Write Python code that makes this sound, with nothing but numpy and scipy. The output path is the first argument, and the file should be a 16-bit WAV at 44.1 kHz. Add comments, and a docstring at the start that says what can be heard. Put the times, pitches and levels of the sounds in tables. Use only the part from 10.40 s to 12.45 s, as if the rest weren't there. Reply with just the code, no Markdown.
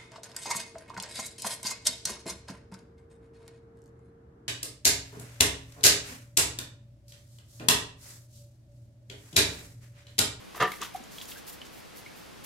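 """Rinsing a razor and shaving

A razor is swished once through a filled basin, making it ring, and lifted out with a light splash.
Drops fall back and trap ringing bubbles while the blade makes short, faint strokes through lathered
stubble. The small tiled bathroom echoes briefly and is filled with a quiet hiss and a low hum."""
import sys
import numpy as np
from scipy import signal
from scipy.fft import rfft, irfft
from scipy.io import wavfile

SR = 44100
rng = np.random.default_rng(int(sys.argv[2]) if len(sys.argv) > 2 else 0)


def dump(signal):
    """Clip the signal to [-1, 1] and save it as 16-bit WAV at the path in sys.argv[1]."""
    limited = np.clip(np.atleast_2d(signal).T, -1, 1)
    pcm = np.round(limited * 32767).astype(np.int16)
    wavfile.write(sys.argv[1], SR, pcm)


N = 90404
T = np.arange(N) / SR

# How alike nearby sounds are in both ears. Each row: frequency in Hz, likeness from -1 to 1.
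NEAR_LIKENESS = [(2200, 0.86), (5500, 0.48), (9000, 0.03), (14000, -0.3)]
# The tone of the finest droplets and foam. Each row: frequency in Hz, relative level in dB.
MIST_TONE = [(1000, -22), (3000, -8), (6000, -3.5), (8500, -4), (11000, 0.5), (13500, 0), (16000, -10)]


def from_db(db):
    """Turn decibels into a number to multiply by."""
    return 10 ** (np.asarray(db) / 20)


def rms_one(x):
    """Scale a sound so that its average strength (rms) is 1."""
    return x / np.sqrt(np.mean(x ** 2) + 1e-20)


def at_hz(points, hz):
    """Read between the rows of a table, giving every octave equal space."""
    row_hz, values = np.array(points).T
    return np.interp(np.log(np.maximum(hz, 1)), np.log(row_hz), values)


def colour(x, tone):
    """Turn each frequency up or down as a tone table says."""
    size = x.shape[-1]
    gain = from_db(at_hz(tone, np.fft.rfftfreq(size, 1 / SR)))
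    return irfft(rfft(x) * gain, size)


def stereo(pair, tone, likeness=NEAR_LIKENESS):
    """Blend two unrelated noises into left and right with the given tone, at strength 1."""
    alike = np.clip(at_hz(likeness, np.fft.rfftfreq(N, 1 / SR)), -.99, .99)
    mid, side = irfft(rfft(pair) * np.sqrt([1 + alike, 1 - alike]), N)
    return rms_one(colour(np.array([mid + side, mid - side]), tone))


def clicks(per_s=7000, spread_db=2.8):
    """Two streams of random clicks of uneven size; the default settings suit splashing water."""
    sizes = from_db(spread_db * np.minimum(rng.exponential(1, (2, N)), 4))
    signs = rng.choice([-1, 1], (2, N))
    happens = rng.random((2, N)) < per_s / SR
    return rms_one(sizes * signs * happens)


def envelope(rows):
    """Loudness over time: each event rises, holds, then loses 20 dB in every fall time."""
    loudness = 0
    for start, rise, hold, fall, db in rows:
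        fade_db = 20 * np.maximum(T - start - rise - hold, 0) / fall
        loudness += from_db(db - fade_db) * np.clip((T - start) / rise, 0, 1)
    return loudness


def tick_tone(hz):
    """The tone of a wet tick: one broad peak, 15 dB weaker for each octave away."""
    return [(hz * 2. ** octave, -15 * abs(octave)) for octave in range(-4, 5)]


def background():
    """The room's air hisses steadily over a low hum."""
    # The tone of the hiss. Each row: frequency in Hz, relative level in dB.
    air_tone = [(25, -11), (42, -6), (60, 1), (80, -2.5), (115, 2.5), (180, 4.5), (300, 3.5), (700, -1),
                (1400, -5.5), (2500, -8), (4800, -12), (8000, -18), (13000, -21), (16000, -34)]
    # How alike the hiss is in both ears. Each row: frequency in Hz, likeness from -1 to 1.
    air_likeness = [(60, .55), (130, -.35), (290, -.6), (640, -.45), (1400, .25), (3100, .55), (6800, .4),
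                    (14000, 0)]
    # The notes of the hum. Each row: pitch in Hz, level in dB.
    hum_notes = [(60, -69), (118, -72)]
    hum = sum(from_db(db) * np.sqrt(2) * np.sin(2 * np.pi * (hz * T + rng.random()))
              for hz, db in hum_notes)
    hiss = from_db(-48) * stereo(rng.standard_normal((2, N)), air_tone, air_likeness)
    return hiss + hum


def lather():
    """Tiny bubbles burst in the foam, fizzing faintly all the time."""
    return from_db(-66) * stereo(clicks(per_s=2000, spread_db=3), MIST_TONE)


def splashes():
    """Droplets come down in short showers: a coarse spray and a finer mist."""
    # Light splashes. Each row: start, rise, hold and fall in seconds, spray and mist levels in dB.
    showers = [(0.144, 0.0032, .003, .04, -49, -58), (0.153, .008, .014, .05, -56, -48.5),
               (0.2, .004, .012, .02, -37, -56), (0.268, .006, .035, .03, -58, -51),
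               (0.316, .002, 0.0027, .01, -41, -42), (0.326, 0.0061, 0.0256, .12, -54, -50),
               (0.405, .012, .012, .016, -39, -54), (0.428, 0.00284, 0.005, .03, -43, -45),
               (0.443, 0.0047, 0.0092, .06, -47, -52), (0.538, .003, 0.0084, 0.01, -59, -52),
               (0.557, 0.00287, 0.00394, 0.0362, -47, -49)]
    # The tone of the spray. Each row: frequency in Hz, relative level in dB.
    spray_tone = [(60, -18.5), (200, -3.5), (600, -4.5), (1200, 0), (2200, -1.5), (3300, -1), (4500, -6.5),
                  (6500, -6.5), (8500, -16), (13000, -25), (16000, -32)]
    spray = envelope([(*timing, db) for *timing, db, _ in showers])
    mist = envelope([(*timing, db) for *timing, _, db in showers])
    return spray * stereo(clicks(), spray_tone) + mist * stereo(clicks(), MIST_TONE)


def drops():
    """Each drop gives a wet tick and traps a bubble that rings, wavering and rising in pitch."""
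    # Trapped bubbles. Each row: start in seconds, starting pitch in Hz, level in dB,
    # seconds to swell, seconds to fade by 60 dB, tick level in dB compared with the bubble.
    bubbles = [(0.146, 1010, -38, 0.0031, 0.02, -2), (0.169, 615, -37.5, 0.002, 0.022, -7),
               (0.225, 1175, -22, .003, .035, -14), (0.245, 1700, -25, .004, 0.08, -18.5),
               (0.277, 1842, -29.5, 0.0023, 0.016, -12), (0.318, 2172, -30.5, 0.00072, 0.022, -8),
               (0.336, 2040, -38, 0.0024, 0.028, -8), (0.405, 388, -43, 0.0043, 0.05, -12),
               (0.421, 1169, -28, 0.00183, 0.06, -12), (0.425, 964, -35, .002, .04, -12),
               (0.426, 3404, -33, 0.0021, 0.0172, -9.5), (0.5465, 740, -27, 0.008, 0.03, -25),
               (0.602, 234.6, -42, 0.00447, 0.042, -5.5), (0.637, 6680, -48.5, 0.00185, 0.023, -1),
               (0.783, 3290, -38, .0015, .04, -1.5), (0.801, 3858, -43, 0.00205, .02, -3.5),
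               (0.813, 3260, -38, .0013, .04, 0), (0.853, 6694, -44, 0.00193, .025, 0),
               (0.917, 3300, -45, 0.002, 0.02, 6), (0.957, 1540, -44, .007, 0.07, -4),
               (1.2146, 2945, -38, .003, .03, -3), (1.661, 2188, -38.5, 0.002, .06, -6)]
    rise_per_s, wobble_depth = 3.02, .025  # as shares of the starting pitch
    wobble_hz, tick_fade_s = 200, .0357
    smoothing = signal.butter(2, wobble_hz, fs=SR, output="sos")
    out, t = np.zeros(N + SR), T[:SR // 5]
    for start, hz, db, swell, fade, tick_db in bubbles:
        wobble = rms_one(signal.sosfilt(smoothing, rng.standard_normal(len(t))))
        pitch = hz * (1 + rise_per_s * t + wobble_depth * wobble)
        ring = np.sin(2 * np.pi * np.cumsum(pitch) / SR)
        ring *= from_db(-60 * np.maximum(t - swell, 0) / fade)
        tick = rms_one(colour(rng.standard_normal(len(t)), tick_tone(hz)))
        tick *= from_db(tick_db - 60 * t / tick_fade_s)
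        attack = np.sqrt(np.clip(t / swell, 0, 1))
        first = int(start * SR)
        out[first:first + len(t)] += from_db(db) * attack * (ring + tick)
    return out[:N]


def basin(x):
    """The basin rings at its own notes when pushed, with little sound below or above them."""
    # The basin's notes. Each row: pitch in Hz, width in Hz (narrow rings longer), relative level in dB.
    basin_notes = [(189, 9, -7), (378, 35, -7), (437, 20, 1.5), (512, 25, -2), (595, 35, -8), (732, 45, -2),
                   (964, 26, 2), (1013, 25, -2.5), (1182, 36, 5), (1258, 25, 0), (1398, 30, -6),
                   (1543, 25, -4), (1604, 30, -4), (1748, 55, -3), (1839, 30, -5), (2655, 320, -14)]
    band_hz = [89.2, 3365]
    ringing = 0
    for hz, width, db in basin_notes:
        decay = np.exp(-np.pi * width / SR)
        feed = np.array([1, 0, -1]) * (1 - decay ** 2) / 2
        feedback = [1, -2 * decay * np.cos(2 * np.pi * hz / SR), decay ** 2]
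        ringing += from_db(db) * signal.lfilter(feed, feedback, x + 1e-18)
    return signal.sosfilt(signal.butter(3, band_hz, "band", fs=SR, output="sos"), ringing)


def swish():
    """The razor churns the water, which rings the basin and tears into froth."""
    # The razor's pushes. Each row: start, rise, hold and fall in seconds, level in dB.
    pushes = [(0.147, .004, .04, .08, -47), (0.198, .009, .028, .06, -23.5)]
    # The tone of the froth. Each row: frequency in Hz, relative level in dB.
    froth_tone = [(60, -31), (250, -8), (600, 1), (1200, 0), (2000, -6), (3000, -5), (6200, -13),
                  (8000, -20), (13000, -24), (16000, -33)]
    stereo_width = np.sqrt(.02)
    effort, churn = envelope(pushes), clicks()
    mid, side = basin(churn * effort) / basin(churn).std()
    body = mid + stereo_width * side * [[1], [-1]]
    froth = from_db(-11) * effort * stereo(clicks(), froth_tone)
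    return body + froth


def spatters():
    """Single droplets hit the basin wall with a sharp, bright tick."""
    # Droplet hits. Each row: start in seconds, strongest frequency in Hz, level in dB.
    droplet_hits = [(.1705, 12000, -40), (.2245, 6500, -31), (.231, 12000, -35), (.318, 11000, -35),
                    (.416, 6400, -30.5), (.431, 12500, -36.5)]
    rise_s, hold_s, fall_s = .001, 0, .005
    out = 0
    for start, hz, db in droplet_hits:
        crack = stereo(rng.standard_normal((2, N)), tick_tone(hz))
        out += envelope([(start, rise_s, hold_s, fall_s, db)]) * crack
    return out


def knocks():
    """Water bumps against the basin a few times and sets it ringing."""
    # The water's bumps. Each row: start in seconds, strength in dB before softening.
    bumps = [(0.179, -34), (0.2075, -20), (0.2283, -9), (0.4225, -30)]
    soften_above_hz = 2200
    taps = np.zeros(N)
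    for start, db in bumps:
        taps[int(start * SR)] += from_db(db)
    soft_taps = signal.sosfilt(signal.butter(1, soften_above_hz, fs=SR, output="sos"), taps)
    full_tap_peak = np.abs(basin(signal.unit_impulse(N))).max()
    return basin(soft_taps) / full_tap_peak


def plunge():
    """The razor shoves the water aside with a brief low gulp."""
    # The gulp: start and length in seconds, pitch in Hz, level in dB.
    gulp = (.198, .042, 124, -37.5)
    start, length, hz, db = gulp
    progress = np.clip((T - start) / length, 0, 1)
    swell = np.sqrt(np.abs(np.sin(np.pi * progress)))
    return from_db(db) * swell * np.sin(2 * np.pi * hz * length * progress)


def shaving():
    """In each stroke the blade snips through many hairs and rasps on the skin."""
    # Blade strokes. Each row: start, rise, hold and fall in seconds, snip and rasp levels in dB.
    strokes = [(0.705, .012, 0.07, 0.12, -52.5, -54), (0.814, 0.006, 0.014, .04, -50.5, -51),
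               (0.868, .022, .025, .09, -44.5, -52), (0.965, 0.015, .008, .02, -51.5, -52),
               (1.06, .02, .02, .03, -42.5, -53), (1.12, 0.0091, .01, .03, -47.5, -59),
               (1.245, .008, .014, .03, -60, -54), (1.305, 0.0247, .065, 0.05, -54.5, -66),
               (1.542, .033, 0.012, .055, -47.5, -58), (1.745, 0.019, 0.03, 0.12, -55.5, -66),
               (2.037, 0.00357, .01, .03, -44.5, -56)]
    # The tones of cut hair and scraped skin. Each row: frequency in Hz, relative level in dB.
    snip_tone = [(200, -30), (1000, -17), (3200, -7.5), (8000, -6), (10500, -1.5), (13800, 1), (16000, -5)]
    rasp_tone = [(800, -15), (3500, -1), (7000, 0), (16000, -18)]
    hairs_per_s = 4000
    snips = envelope([(*timing, db) for *timing, db, _ in strokes])
    rasps = envelope([(*timing, db) for *timing, _, db in strokes])
    hair = stereo(clicks(hairs_per_s, spread_db=3), snip_tone)
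    skin = stereo(clicks(hairs_per_s, spread_db=3), rasp_tone)
    return snips * hair + rasps * skin


def bathroom(x):
    """Sound bounces off tiles and mirrors, blurring into a short echo."""
    # The tone of the echo. Each row: frequency in Hz, boost or cut in dB.
    echo_tone = [(750, -2), (3000, .5), (8000, -1), (15000, -5)]
    fade_s, delay_s, likeness, echo_db = .3055, .005, .515, -9.5
    t = T[:SR // 2]
    mid, side = rng.standard_normal((2, len(t))) * from_db(-60 * t / fade_s) * (t > delay_s)
    tail = np.sqrt(1 + likeness) * mid + np.sqrt(1 - likeness) * side * [[1], [-1]]
    tail = colour(rms_one(tail) / np.sqrt(len(t)), echo_tone)
    return from_db(echo_db) * signal.fftconvolve(x, tail, axes=1)[:, :N]


def scene():
    """Foam, water and blade sound in the room, over its hiss and hum."""
    near = lather() + splashes() + drops() + swish() + spatters() + knocks() + plunge() + shaving()
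    return near + bathroom(near) + background()


def record(dry):
    """Cut away the very highest treble steeply."""
    cutoff_hz = 15850
    return signal.sosfilt(signal.ellip(12, .1, 80, cutoff_hz, fs=SR, output="sos"), dry)


dry = scene()
out = record(dry)
dump(out)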